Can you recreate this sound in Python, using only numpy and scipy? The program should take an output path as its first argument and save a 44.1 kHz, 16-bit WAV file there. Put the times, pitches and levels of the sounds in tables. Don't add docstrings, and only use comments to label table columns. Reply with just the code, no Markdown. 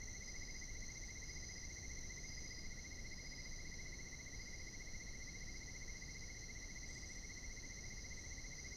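import sys
import numpy as np
from scipy import signal
from scipy.fft import rfft, irfft, next_fast_len
from scipy.io import wavfile

SR = 44100
rng = np.random.default_rng(int(sys.argv[2]) if len(sys.argv) > 2 else 0)


def to_wav(s):
    ch = np.atleast_2d(s).T
    pcm = np.round(np.clip(ch, -1, 1) * 32767)
    wavfile.write(sys.argv[1], SR, pcm.astype(np.int16))


N = 386316
TIME = np.arange(N) / SR

# (share of the cycle [0-1], pitch before flutter [Hz], relative level [dB])
TRILL_STROKE = [(0, 1860, -80), (.14, 1860, -28), (.21, 1895, -6), (.3, 1965, -.7), (.58, 2138, 1),
                (.67, 2135, 0), (.73, 2105, -18), (1, 2100, -80)]
# (lowest [Hz], highest [Hz])
TRILL_WING_BAND = (1810, 2205)
# (frequency [Hz], relative level in each Hz [dB])
TRILL_HAZE_COLOUR = [(1700, -40), (1870, -12), (1960, 0), (2130, 0), (2190, -12), (2260, -40)]
TRILL_STROKES_PER_S = 14.815
TRILL_DB, TRILL_HAZE_DB = -59.5, -66.5

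# (share of the cycle [0-1], pitch before detuning [Hz], relative level [dB])
SHRILL_STROKE = [(0, 6330, -11), (.22, 6320, -15), (.33, 6238, 2.5), (.44, 6133, -1.5), (.56, 5996, -5.5),
                 (.68, 5870, 2.5), (.8, 5520, -30), (1, 5550, -38)]
SHRILL_STROKES_PER_S = 53.22
NEAR_SHRILL_DB, NEAR_SHRILL_STOP_S, NEAR_SHRILL_FADE_DB_PER_S = -59, 2.5, 112

# (pitch ratio [-], stroke rate [1/s], level against the merged chorus [dB])
SHRILL_NEIGHBOURS = [(.975, 59, -10.5), (.95, 42, -12.5), (1.005, 66, -16.5)]
# (frequency [Hz], relative level in each Hz [dB])
CHORUS_COLOUR = [(3700, -39), (4100, -30.5), (4480, -12), (4660, -20.5), (4900, -5), (5200, -20.5),
                 (5400, -13.5), (5700, -1.5), (5950, 0.5), (6250, 0), (6450, -8), (6700, -20),
                 (7000, -20.5), (7500, -63)]
CHORUS_START_DB, CHORUS_SWELL_DB_PER_S = -61, .38

# (share of the cycle [0-1], pitch before detuning [Hz], relative level [dB])
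BUZZ_STROKE = [(0, 4395, -22), (.08, 4375, 0), (.38, 4225, 0), (.88, 3895, -5), (1, 3860, -22)]
# (pitch ratio [-], stroke rate [1/s], level against BUZZ_DB [dB])
LOW_BUZZERS = [(1, 70.08, 0), (.997, 69.15, 0), (1, 56.5, -3)]
# (lowest [Hz], highest [Hz])
BUZZ_WING_BAND = (3800, 4430)
BUZZ_DB = -70

# (share of the cycle [0-1], pitch ratio [-], relative level [dB])
CHIRP_STROKE = [(0, 1.005, -12), (.15, 1.004, 0), (.7, .998, 0), (1, .993, -12)]
CHIRP_S, CHIRP_RISE_S, CHIRP_FALL_S = 0.474, 0.055, .1
# (pitch [Hz], stroke rate [1/s], first chirp [s], time between chirp starts [s], level [dB])
FAR_CRICKETS = [(5050, 24.1, .15, .84, -73.5), (4965, 22.8, .1, .915, -72.5), (4850, 21.3, .4, .98, -75),
                (5229, 26.2, 3.6, 1.1, -80)]
HIGH_CHIRP_STARTS = [.22, 1.24, 2.23, 3.08]
LOW_CHIRP_STARTS = [.7, 1.4, 2.33, 3.33, 4.32, 5.2, 5.93, 6.68, 7.78, 8.52]
NEAR_CHIRP_STROKES_PER_S = 22.5
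HIGH_CRICKET_HZ, LOW_CRICKET_HZ = 4949, 4878
HIGH_CRICKET_DB, LOW_CRICKET_DB = -62, -68.5

# (start [s], time to fall to 37 % [s], level [dB])
RUSTLES = [(1.05, 0.046, -73), (6.87, 0.056, -68), (6.935, .09, -71), (7.07, 0.34, -77), (8.15, .15, -76)]
# (frequency [Hz], relative level in each Hz [dB])
LITTER_COLOUR = [(1500, -42), (3500, 2), (6500, -2), (8000, 3.5), (9500, -9), (11000, -20), (14000, -30)]
RUSTLE_RISE_S = 0.011

# (frequency [Hz], relative level in each Hz [dB])
FLOOR_COLOUR = [(12, -64), (28, -70), (60, -75), (120, -81), (250, -87.5), (500, -95), (1000, -103.5),
                (1700, -108), (2600, -110.5), (3600, -111.5), (7800, -117), (10000, -118.7),
                (13500, -119.8)]
FLOOR_DB = -52

FOREST_TAIL_S = 0.71
CUTOFF_HZ = 13900


def from_db(db):
    return 10 ** (np.asarray(db) / 20)


def rms_one(x):
    return x / np.sqrt(np.mean(x ** 2) + 1e-20)


def read(rows, at):
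    first, *columns = np.transpose(rows)
    return [np.interp(at, first, column) for column in columns]


def drift(corner_hz):
    hz = np.arange(N // 2 + 1) * SR / N
    smoothed = rfft(rng.standard_normal(N)) / (1 + (hz / corner_hz) ** 2)
    return rms_one(irfft(smoothed, N))


def wander(points_per_s):
    return np.interp(TIME * points_per_s, np.arange(1000), rng.standard_normal(1000))


def coloured(x, colour):
    size = next_fast_len(N, True)
    hz, db = np.transpose(colour)
    bins_hz = np.maximum(np.arange(size // 2 + 1) * SR / size, 1)
    gain = from_db(np.interp(np.log(bins_hz), np.log(hz), db))
    gain = gain * (bins_hz > hz[0])
    return rms_one(irfft(rfft(x, size) * gain, size)[:N])


def strokes(shape, cycles, pitch, uneven_db, detune, scatter):
    which = np.maximum(cycles, 0).astype(int)
    hz, db = read(shape, cycles % 1)
    force, tuning, start = rng.standard_normal((1200, 3))[which].T
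    turns = np.cumsum(hz * pitch * (1 + detune * tuning)) / SR
    turns = turns - np.interp(which, cycles, turns)
    tone = np.sin(2 * np.pi * (turns + scatter * start))
    return rms_one(from_db(db + uneven_db * force) * tone)


def wing(x, band_hz):
    band_pass = signal.butter(4, band_hz, "band", fs=SR, output="sos")
    return rms_one(signal.sosfilt(band_pass, x))


def chirps(starts, pitch_hz, strokes_per_s, slip_rad=1.1, uneven_db=2):
    swell = 0
    for start_s in starts:
        rise = np.clip((TIME - start_s) / CHIRP_RISE_S, 0, 1)
        fall = np.clip((start_s + CHIRP_S - TIME) / CHIRP_FALL_S, 0, 1)
        swell = swell + rise * fall
    ratio, db = read(CHIRP_STROKE, strokes_per_s * TIME % 1)
    phase = 2 * np.pi * np.cumsum(pitch_hz * ratio) / SR
    phase = phase + slip_rad * wander(2 * strokes_per_s)
    loudness = from_db(db + uneven_db * wander(strokes_per_s))
    return swell * rms_one(loudness * np.sin(phase))


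def forest(x, near_db, far_db, near_t60=0.36):
    t = TIME[:SR // 2]
    early, late = rng.standard_normal((2, len(t))) * (t > .002)
    early = early * from_db(-60 * t / near_t60)
    late = late * from_db(-60 * t / FOREST_TAIL_S)
    echoes = from_db(near_db) * rms_one(early) + from_db(far_db) * rms_one(late)
    echoes = echoes / np.sqrt(len(t))
    return np.std(x) * rms_one(x + signal.fftconvolve(x, echoes)[:N])


def tree_cricket():
    cycles = .205 + TRILL_STROKES_PER_S * TIME + .012 * wander(5)
    flutter = 1 + .004 * wander(110)
    song = strokes(TRILL_STROKE, cycles, flutter, uneven_db=.3, detune=.003, scatter=.4)
    grip_db = .6 * drift(120)
    song = wing(song * from_db(grip_db), TRILL_WING_BAND)
    return from_db(TRILL_DB) * forest(song, near_db=-14, far_db=-10.5, near_t60=.09)


def trill_haze():
    return from_db(TRILL_HAZE_DB) * coloured(rng.standard_normal(N), TRILL_HAZE_COLOUR)


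def near_shrill():
    past_stop_s = np.maximum(TIME - NEAR_SHRILL_STOP_S, 0)
    level_db = NEAR_SHRILL_DB - NEAR_SHRILL_FADE_DB_PER_S * past_stop_s
    cycles = .385 + SHRILL_STROKES_PER_S * TIME
    song = strokes(SHRILL_STROKE, cycles, 1, uneven_db=1.5, detune=0.0067, scatter=0.52)
    high_pass = signal.butter(4, 9000, "high", fs=SR, output="sos")
    octave = signal.sosfilt(high_pass, song ** 2)
    return from_db(level_db) * forest(song + from_db(-34) * octave, near_db=-6.5, far_db=-7.5)


def shrill_chorus():
    level_db = CHORUS_START_DB + CHORUS_SWELL_DB_PER_S * TIME
    out = coloured(rng.standard_normal(N), CHORUS_COLOUR)
    for pitch, strokes_per_s, db in SHRILL_NEIGHBOURS:
        cycles = 1 + strokes_per_s * TIME + .2 * wander(2)
        song = strokes(SHRILL_STROKE, cycles, pitch, uneven_db=1.5, detune=0.0074, scatter=0.32)
        out = out + from_db(db) * forest(song, near_db=-1.0, far_db=-1.0)
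    return from_db(level_db) * out


def low_buzzers():
    out = 0
    for pitch, strokes_per_s, db in LOW_BUZZERS:
        cycles = 1 + strokes_per_s * TIME + 0.0391 * wander(2)
        song = strokes(BUZZ_STROKE, cycles, pitch, uneven_db=0.5, detune=0.0019, scatter=0.13)
        song = forest(wing(song, BUZZ_WING_BAND), near_db=2.5, far_db=-8.5)
        out = out + from_db(BUZZ_DB + db) * song
    return out


def night_floor():
    return from_db(FLOOR_DB) * coloured(rng.standard_normal(N), FLOOR_COLOUR)


def far_crickets():
    out = 0
    for pitch_hz, strokes_per_s, first_s, every_s, db in FAR_CRICKETS:
        starts = np.arange(first_s, N / SR, every_s)
        out = out + from_db(db) * chirps(starts, pitch_hz, strokes_per_s)
    return forest(out, near_db=-8, far_db=-1)


def chirping_crickets():
    high = chirps(HIGH_CHIRP_STARTS, HIGH_CRICKET_HZ, NEAR_CHIRP_STROKES_PER_S, slip_rad=1.1)
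    low = chirps(LOW_CHIRP_STARTS, LOW_CRICKET_HZ, NEAR_CHIRP_STROKES_PER_S, slip_rad=0.8)
    both = from_db(HIGH_CRICKET_DB) * high + from_db(LOW_CRICKET_DB) * low
    return forest(both, near_db=-12, far_db=-9, near_t60=.1)


def litter():
    stir = 0
    for start_s, decay_s, db in RUSTLES:
        rise = np.clip((TIME - start_s) / RUSTLE_RISE_S, 0, 1)
        decay = np.exp(-np.abs(TIME - start_s) / decay_s)
        stir = stir + from_db(db) * rise * decay
    grain_db = 3.5 * np.minimum(rng.exponential(1, N), 6)
    clump_db = 2 * drift(80)
    crackles = rng.standard_normal(N) * from_db(grain_db + clump_db)
    return stir * coloured(crackles, LITTER_COLOUR)


def scene():
    trill = tree_cricket() + trill_haze()
    buzzers = near_shrill() + shrill_chorus() + low_buzzers()
    crickets = far_crickets() + chirping_crickets()
    return (trill + buzzers + crickets + night_floor() + litter())[None]


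def record(dry):
    low_pass = signal.ellip(12, .1, 70, CUTOFF_HZ, fs=SR, output="sos")
    return signal.sosfilt(low_pass, dry)


dry = scene()
out = record(dry)
to_wav(out)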